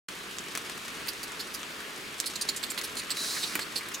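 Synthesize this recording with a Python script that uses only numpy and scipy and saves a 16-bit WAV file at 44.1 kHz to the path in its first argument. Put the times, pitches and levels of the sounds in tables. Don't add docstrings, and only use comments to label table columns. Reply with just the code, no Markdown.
import sys
import numpy as np
from scipy import signal
from scipy.io import wavfile
from scipy.ndimage import uniform_filter1d

SR = 44100
rng = np.random.default_rng(int(sys.argv[2]) if len(sys.argv) > 2 else 0)


def log_audio(samples):
    frames = np.atleast_2d(samples).T
    limited = np.clip(frames, -1, 1)
    pcm = np.round(limited * 32767).astype(np.int16)
    wavfile.write(sys.argv[1], SR, pcm)


N = 176400

# start_s, rise_s, length_s, nostril_hz, upper_hz, throat_db, nostril_db, upper_db, edge_db,
# fizz_db, pan_db
SNIFF_CUES = [(0.649, 0.0026, 0.017, 4984, 6820, -47.0, -49, -59, -52, -62.3, -1.9),
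              (0.706, 0.004, 0.0193, 4900, 6879, -55, -48, -63, -66, -67, 3.6),
              (1.0804, 0.0044, 0.0097, 4690, 6030, -41.2, -34, -48, -43, -35, -6.0),
              (1.225, 0.008, 0.013, 4650, 6820, -54, -41.5, -46, -44, -43.5, -4.4),
              (1.393, 0.0013, 0.02, 4520, 7130, -53, -37, -48, -50, -46.8, -4),
              (1.536, 0.006, 0.014, 4820, 6066, -49.8, -40, -43, -44, -41, -4.3),
              (2.258, 0.0013, 0.013, 4680, 7560, -49.0, -35, -40, -35, -43, -3.5),
              (2.355, 0.0011, 0.0054, 4140, 7270, -42.5, -34.5, -34, -49, -43.0, -5),
              (2.41, 0.0026, 0.01, 4530, 6310, -58, -32, -34, -32, -45, -3),
              (2.486, 0.0031, 0.0068, 4216, 7070, -37.5, -25, -31.4, -36, -38.7, -5.0),
              (2.561, 0.0015, 0.012, 4430, 7220, -48, -40.5, -35.5, -40.5, -44.9, -2.1),
              (2.626, 0.006, 0.017, 4510, 7924, -39, -38, -38.5, -48, -46, -3),
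              (2.6986, 0.0043, 0.015, 4500, 7531, -48, -41.5, -36.5, -40.5, -45, -2.9),
              (2.775, 0.0015, 0.014, 4190, 6570, -37.5, -36, -45, -43, -43, -2.8),
              (2.832, 0.0071, 0.018, 4240, 5980, -57, -41.5, -43, -40.2, -42.4, -2),
              (2.967, 0.0018, 0.031, 4350, 7020, -60, -38, -42, -41.5, -52, -2.9),
              (3.1016, 0.0043, 0.014, 4460, 7850, -40.5, -31, -33.5, -49, -41, -2.5),
              (3.4234, 0.0045, 0.0183, 3999, 8220, -43.5, -35, -41.5, -57, -50, -2),
              (3.603, 0.0015, 0.027, 4440, 8200, -60, -39.5, -46, -61, -52, -3.1),
              (3.7547, 0.0054, 0.011, 4460, 7789, -44, -29, -43, -37.5, -46, -6.1),
              (3.772, 0.0015, 0.013, 4290, 7784, -60, -36.5, -41, -51, -44, -1),
              (3.937, 0.0056, 0.0099, 3850, 6450, -47.3, -41.5, -34, -49, -44, -0.7)]


def sniff(rise_s, length_s, nostril_hz, upper_hz, throat_db, nostril_db, upper_db, edge_db,
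          fizz_db, pan_db):
    release_s, ring_release_s, flutter_s, flutter_db, ring_db = 0.0055, 0.014, 0.0011, 3, -11.5
    t = np.arange(SR // 16) / SR
    attack, past_end_s = np.minimum(t / rise_s, 1), np.maximum(t - length_s, 0)
    flutter = unit(uniform_filter1d(rng.standard_normal(len(t)), int(flutter_s * SR)))
    flow = attack * np.exp(-past_end_s / release_s) * amp(flutter_db * flutter)
    # pitch_hz, width_hz, level_db
    nose = [(2406, 1930, throat_db), (nostril_hz, 1070, nostril_db), (upper_hz, 1650, upper_db),
            (9600, 2200, edge_db), (12430, 5000, fizz_db)]
    puff = sum(amp(db) * unit(flow * turbulence(len(t), hz, width)) for hz, width, db in nose)
    linger = attack * np.exp(-past_end_s / ring_release_s) * (1 - t / t[-1])
    puff += amp(nostril_db + ring_db) * unit(linger * turbulence(len(t), nostril_hz, width_hz=200))
    puff *= np.sqrt(length_s / t[-1])
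    return hollow(puff, pan_db, wet_db=-3)


# time_s, level_db
HISS_ENVELOPE = [(3.158, -46), (3.167, -38.5), (3.22, -35.5), (3.3, -34.5), (3.37, -36), (3.42, -37),
                 (3.47, -39), (3.53, -42.5), (3.58, -46)]
# frequency_hz, gain_db
HISS_EQ = [(300, -30), (800, -12), (1250, -1), (1900, -8), (3300, -5.5), (4000, 9), (5100, 6), (6500, 3.5),
           (8200, 1.5), (10000, 1), (12000, -6.5), (16000, -9)]


def hiss():
    patch_db, whistle_db, fade_db_per_s, pan_db = 1, 0.5, 75, -1
    cue_s, level_db = np.transpose(HISS_ENVELOPE)
    t = np.arange(N) / SR
    flow = amp(np.interp(t, cue_s, level_db)) * (t > cue_s[0]) * (t < cue_s[-1])
    spectrum = signal.stft(rng.standard_normal(N), nperseg=512)[2]
    spectrum *= amp(patch_db * patches(rng.standard_normal(spectrum.shape), 4, 5))
    rush = signal.istft(spectrum, nperseg=512)[1]
    rush = unit(equalise(rush, HISS_EQ)[:N])
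    fade = amp(whistle_db - fade_db_per_s * np.maximum(t - cue_s[0], 0))
    whistle = turbulence(N, hz=3980, width_hz=100) * fade
    breath = hollow(flow * rush, pan_db, wet_db=-5.5) + hollow(flow * whistle, pan_db, wet_db=-10)
    return breath[:, :N]


# start_s, length_s, low_db, mid_db, high_db, top_db, pan_db
STONE_HITS = [(0.0864, 0.0031, -4, -9, -10, -28, -2), (0.385, 0.001, -5.5, -9, -6, -24, -3),
              (0.5516, 0.00036, 1, -9, -7, -21.3, 1.8), (0.5527, 0.00026, -4, -3, -11.5, -13.9, -1),
              (0.558, 0.0002, -4, -7, -11, -19.1, 5), (0.5745, 0.0016, 4, -1.5, -4, -11, -0.2),
              (1.073, 0.002, -3.5, -24, -14, -14, 2.2), (1.088, 0.0011, -14, 6, -20, -18, -7.5),
              (1.631, 0.0011, -5.5, -6.5, -16, -36.6, 2), (2.2014, 0.0001, -9.5, -2, 7, -8.0, -4.6),
              (2.2423, 0.001, -12, -5, -26, -35.3, 0.4), (2.266, 0.0016, -19, 3.8, -14, -20, -13),
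              (2.637, 0.0017, -1.5, 1.5, -24, -16, -17), (2.718, 0.002, -2.5, -14, -16, -14, -11),
              (2.777, 0.0024, 2.3, -3, -29, -24, -13), (2.8132, 0.0033, -2.5, -7, -8, -16, 3),
              (2.955, 0.001, -55, -13.5, -12, -21.1, 2.6), (3.016, 0.0053, -10, -12, -29, -30, 0),
              (3.097, 0.0014, -2, -7, -24, -20.3, -6), (3.17, 0.0025, -3, -2, -21, -14.5, -5),
              (3.245, 0.0033, -4.5, -22, -20, -31, 4), (3.349, 0.0098, -2, -25, -17, -21.3, -9),
              (3.366, 0.008, 0.3, -31, -15, -24, -5), (3.438, 0.0042, -6, 5, -24, -13.3, -18),
              (3.524, 0.012, -1, -22, -22, -27, -4), (3.554, 0.0033, 9.5, -6, -1.5, -2, -2.5),
              (3.592, 0.00059, 5, -14, -18, -15.9, -1.0), (3.5933, 0.0038, -1, -6, -6, -18, -2.1),
              (3.809, 0.0034, -1.5, -20, -19.7, -25.6, 1.4), (3.886, 0.003, -23, -18, -13, -14, -2),
              (3.917, 0.0052, -5.5, -18, -16, -26, 0)]
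STONE_BANDS = [2230, 3980, 8200, 13500]
# frequency_hz, gain_db
STONE_BODY_EQ = [(60, -27), (340, -6.5), (600, -14.5), (830, -14), (1200, -3)]


def stone_hit(length_s, low_db, mid_db, high_db, top_db, pan_db):
    grit_spread_db, grit_density = 2.1, 0.6
    t = np.arange(SR // 50) / SR
    grit = rng.standard_normal(len(t)) * amp(grit_spread_db * rng.exponential(1, len(t)))
    grit *= rng.random(len(t)) < grit_density
    grit[0] = 3
    grit *= np.exp(-(t / length_s) ** 2)
    body = [(hz, low_db + db) for hz, db in STONE_BODY_EQ]
    bands = list(zip(STONE_BANDS, [low_db, mid_db, high_db, top_db]))
    return hollow(equalise(grit / np.linalg.norm(grit), body + bands), pan_db, wet_db=-3.5)


# frequency_hz, gain_db
QUILL_EQ = [(200, -41), (800, 3.5), (1500, 2), (4500, 1), (9000, 0.5), (15000, -16)]


def quill_rustle():
    scuffs_per_s, spread_db, decay_s, level_db = 60, 4.5, 0.0034, -51
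    onsets = rng.random(N) < scuffs_per_s / SR
    strength = amp(spread_db * np.minimum(rng.exponential(1, N), 3))
    envelope = signal.lfilter([1], [1, -np.exp(-1 / (decay_s * SR))], onsets * strength)
    scuffs = equalise(envelope * rng.standard_normal(N), QUILL_EQ)
    return amp(level_db) * unit(hollow(scuffs, pan_db=0.5, wet_db=-6)[:, :N])


# frequency_hz, gain_db
AIR_EQ = [(20, -22), (45, -11), (80, -8), (110, -9), (150, -7), (180, -1), (215, -1.5), (270, -1), (350, 0),
          (440, -0.5), (510, -6), (650, -6), (790, -9.5), (1120, -1.5), (1660, -1.5), (3000, -3.5),
          (4670, -8), (5850, -12), (9670, -16), (12400, -18.5), (16000, -24)]
# frequency_hz, coherence (0 wide, 1 narrow)
AIR_COHERENCE = [(30, .15), (70, .3), (120, 0.41), (200, 0.82), (380, 0.9), (700, 0.63), (1300, 0.3),
                 (2400, 0.44), (4400, 0.57), (8000, 1), (15000, 0.22)]
# frequency_hz, phase_rad
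AIR_LEFT_LEAD = [(600, 0.18), (1380, 0.52), (2700, 0.31), (4800, -0.047), (6000, -0.11)]
# frequency_hz, pan_db
AIR_PAN = [(60, -0.5), (180, -0.35), (550, -2.9), (1650, 0.5), (4970, 0.87), (15000, -0.79)]
# time_s, level_db
AIR_ENVELOPE = [(0.1, -41), (1.0, -40), (2.0, -40.5), (2.9, -40), (3.5, -39), (4.0, -41)]


def air():
    patch_db, flicker_db = 1.03, 0.58
    frames, hz = N // 256 + 5, np.fft.rfftfreq(1024, 1 / SR)
    noise = rng.standard_normal((5, frames, len(hz)))
    left, independent = noise[0] + 1j * noise[1], noise[2] + 1j * noise[3]
    coherence = curve_at(AIR_COHERENCE, hz)
    right = coherence * left + np.sqrt(1 - coherence ** 2) * independent
    right *= np.exp(-1j * curve_at(AIR_LEFT_LEAD, hz))
    lean = amp(curve_at(AIR_PAN, hz) / 2)
    drift_db = patch_db * patches(noise[4], 8, 12) + flicker_db * rng.standard_normal((frames, 1))
    spectrum = np.array([left * lean, right / lean]) * amp(curve_at(AIR_EQ, hz) + drift_db)
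    rush = signal.istft(spectrum.transpose(0, 2, 1), nperseg=1024, noverlap=768)[1][:, :N]
    return unit(rush) * amp(np.interp(np.arange(N) / SR, *np.transpose(AIR_ENVELOPE)))


def hollow(x, pan_db, wet_db):
    near_s, near_decay_s, tail_db, t60_s = 0.0078, 0.0028, -7, 0.19
    shared_echo, left_lead_s = 0.6, 8e-6
    t = np.arange(SR // 4) / SR
    decay = np.exp(-np.maximum(t - near_s, 0) / near_decay_s) + amp(tail_db - 60 * t / t60_s)
    echoes = rng.standard_normal((3, len(t))) * decay
    echoes *= (rng.random(echoes.shape) < .2) * (t > .001)  # sparse, after a 1 ms gap
    echoes /= np.linalg.norm(echoes, axis=1, keepdims=True)
    paths = amp(wet_db) * (np.sqrt(shared_echo) * echoes[2] + np.sqrt(1 - shared_echo) * echoes[:2])
    lag = np.array([[-.5], [.5]]) * left_lead_s * SR
    paths[:, :17] += np.sinc(np.arange(17) - 8 - lag) * np.hanning(17)
    sides = unit(amp([[pan_db / 2], [-pan_db / 2]]))
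    return sides * signal.fftconvolve(x[None], paths, axes=1)


def turbulence(size, hz, width_hz):
    pole = np.exp(-np.pi * width_hz / SR)
    noise = rng.standard_normal((size + 512, 2)) @ [1, 1j]
    wander = signal.lfilter([1], [1, -2 * pole, pole * pole], noise)[-size:]
    return unit((wander * np.exp(2j * np.pi * hz * np.arange(size) / SR)).real)


def patches(noise, rows, columns):
    return unit(uniform_filter1d(uniform_filter1d(noise, rows, axis=0), columns, axis=1))


def equalise(x, eq):
    log_gain = np.log(amp(curve_at(eq, abs(np.fft.fftfreq(2048, 1 / SR)))))
    response = np.exp(np.conj(signal.hilbert(log_gain)))
    return signal.fftconvolve(x, np.fft.ifft(response).real[:1024])


def curve_at(points, hz):
    point_hz, value = np.transpose(points)
    return np.interp(np.log(hz + 1), np.log(point_hz + 1), value)


def amp(db):
    return 10 ** (np.asarray(db) / 20)


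def unit(x):
    return x / np.sqrt(np.mean(x ** 2) + 1e-20)


def add(mix, start_s, sound):
    part = mix[:, round(start_s * SR):][:, :sound.shape[1]]
    part += sound[:, :part.shape[1]]


def scene():
    mix = air() + quill_rustle() + hiss()
    for start_s, *cue in SNIFF_CUES:
        add(mix, start_s, sniff(*cue))
    for start_s, *cue in STONE_HITS:
        add(mix, start_s, stone_hit(*cue))
    return mix


def record(dry):
    start_s, cutoff_hz = 0.084, 15950
    gated = dry * (np.arange(N) / SR >= start_s)
    lowpass = signal.firwin(401, cutoff_hz, window=("kaiser", 8), fs=SR)
    return signal.oaconvolve(gated, lowpass[None], "same")


dry = scene()
out = record(dry)
log_audio(out)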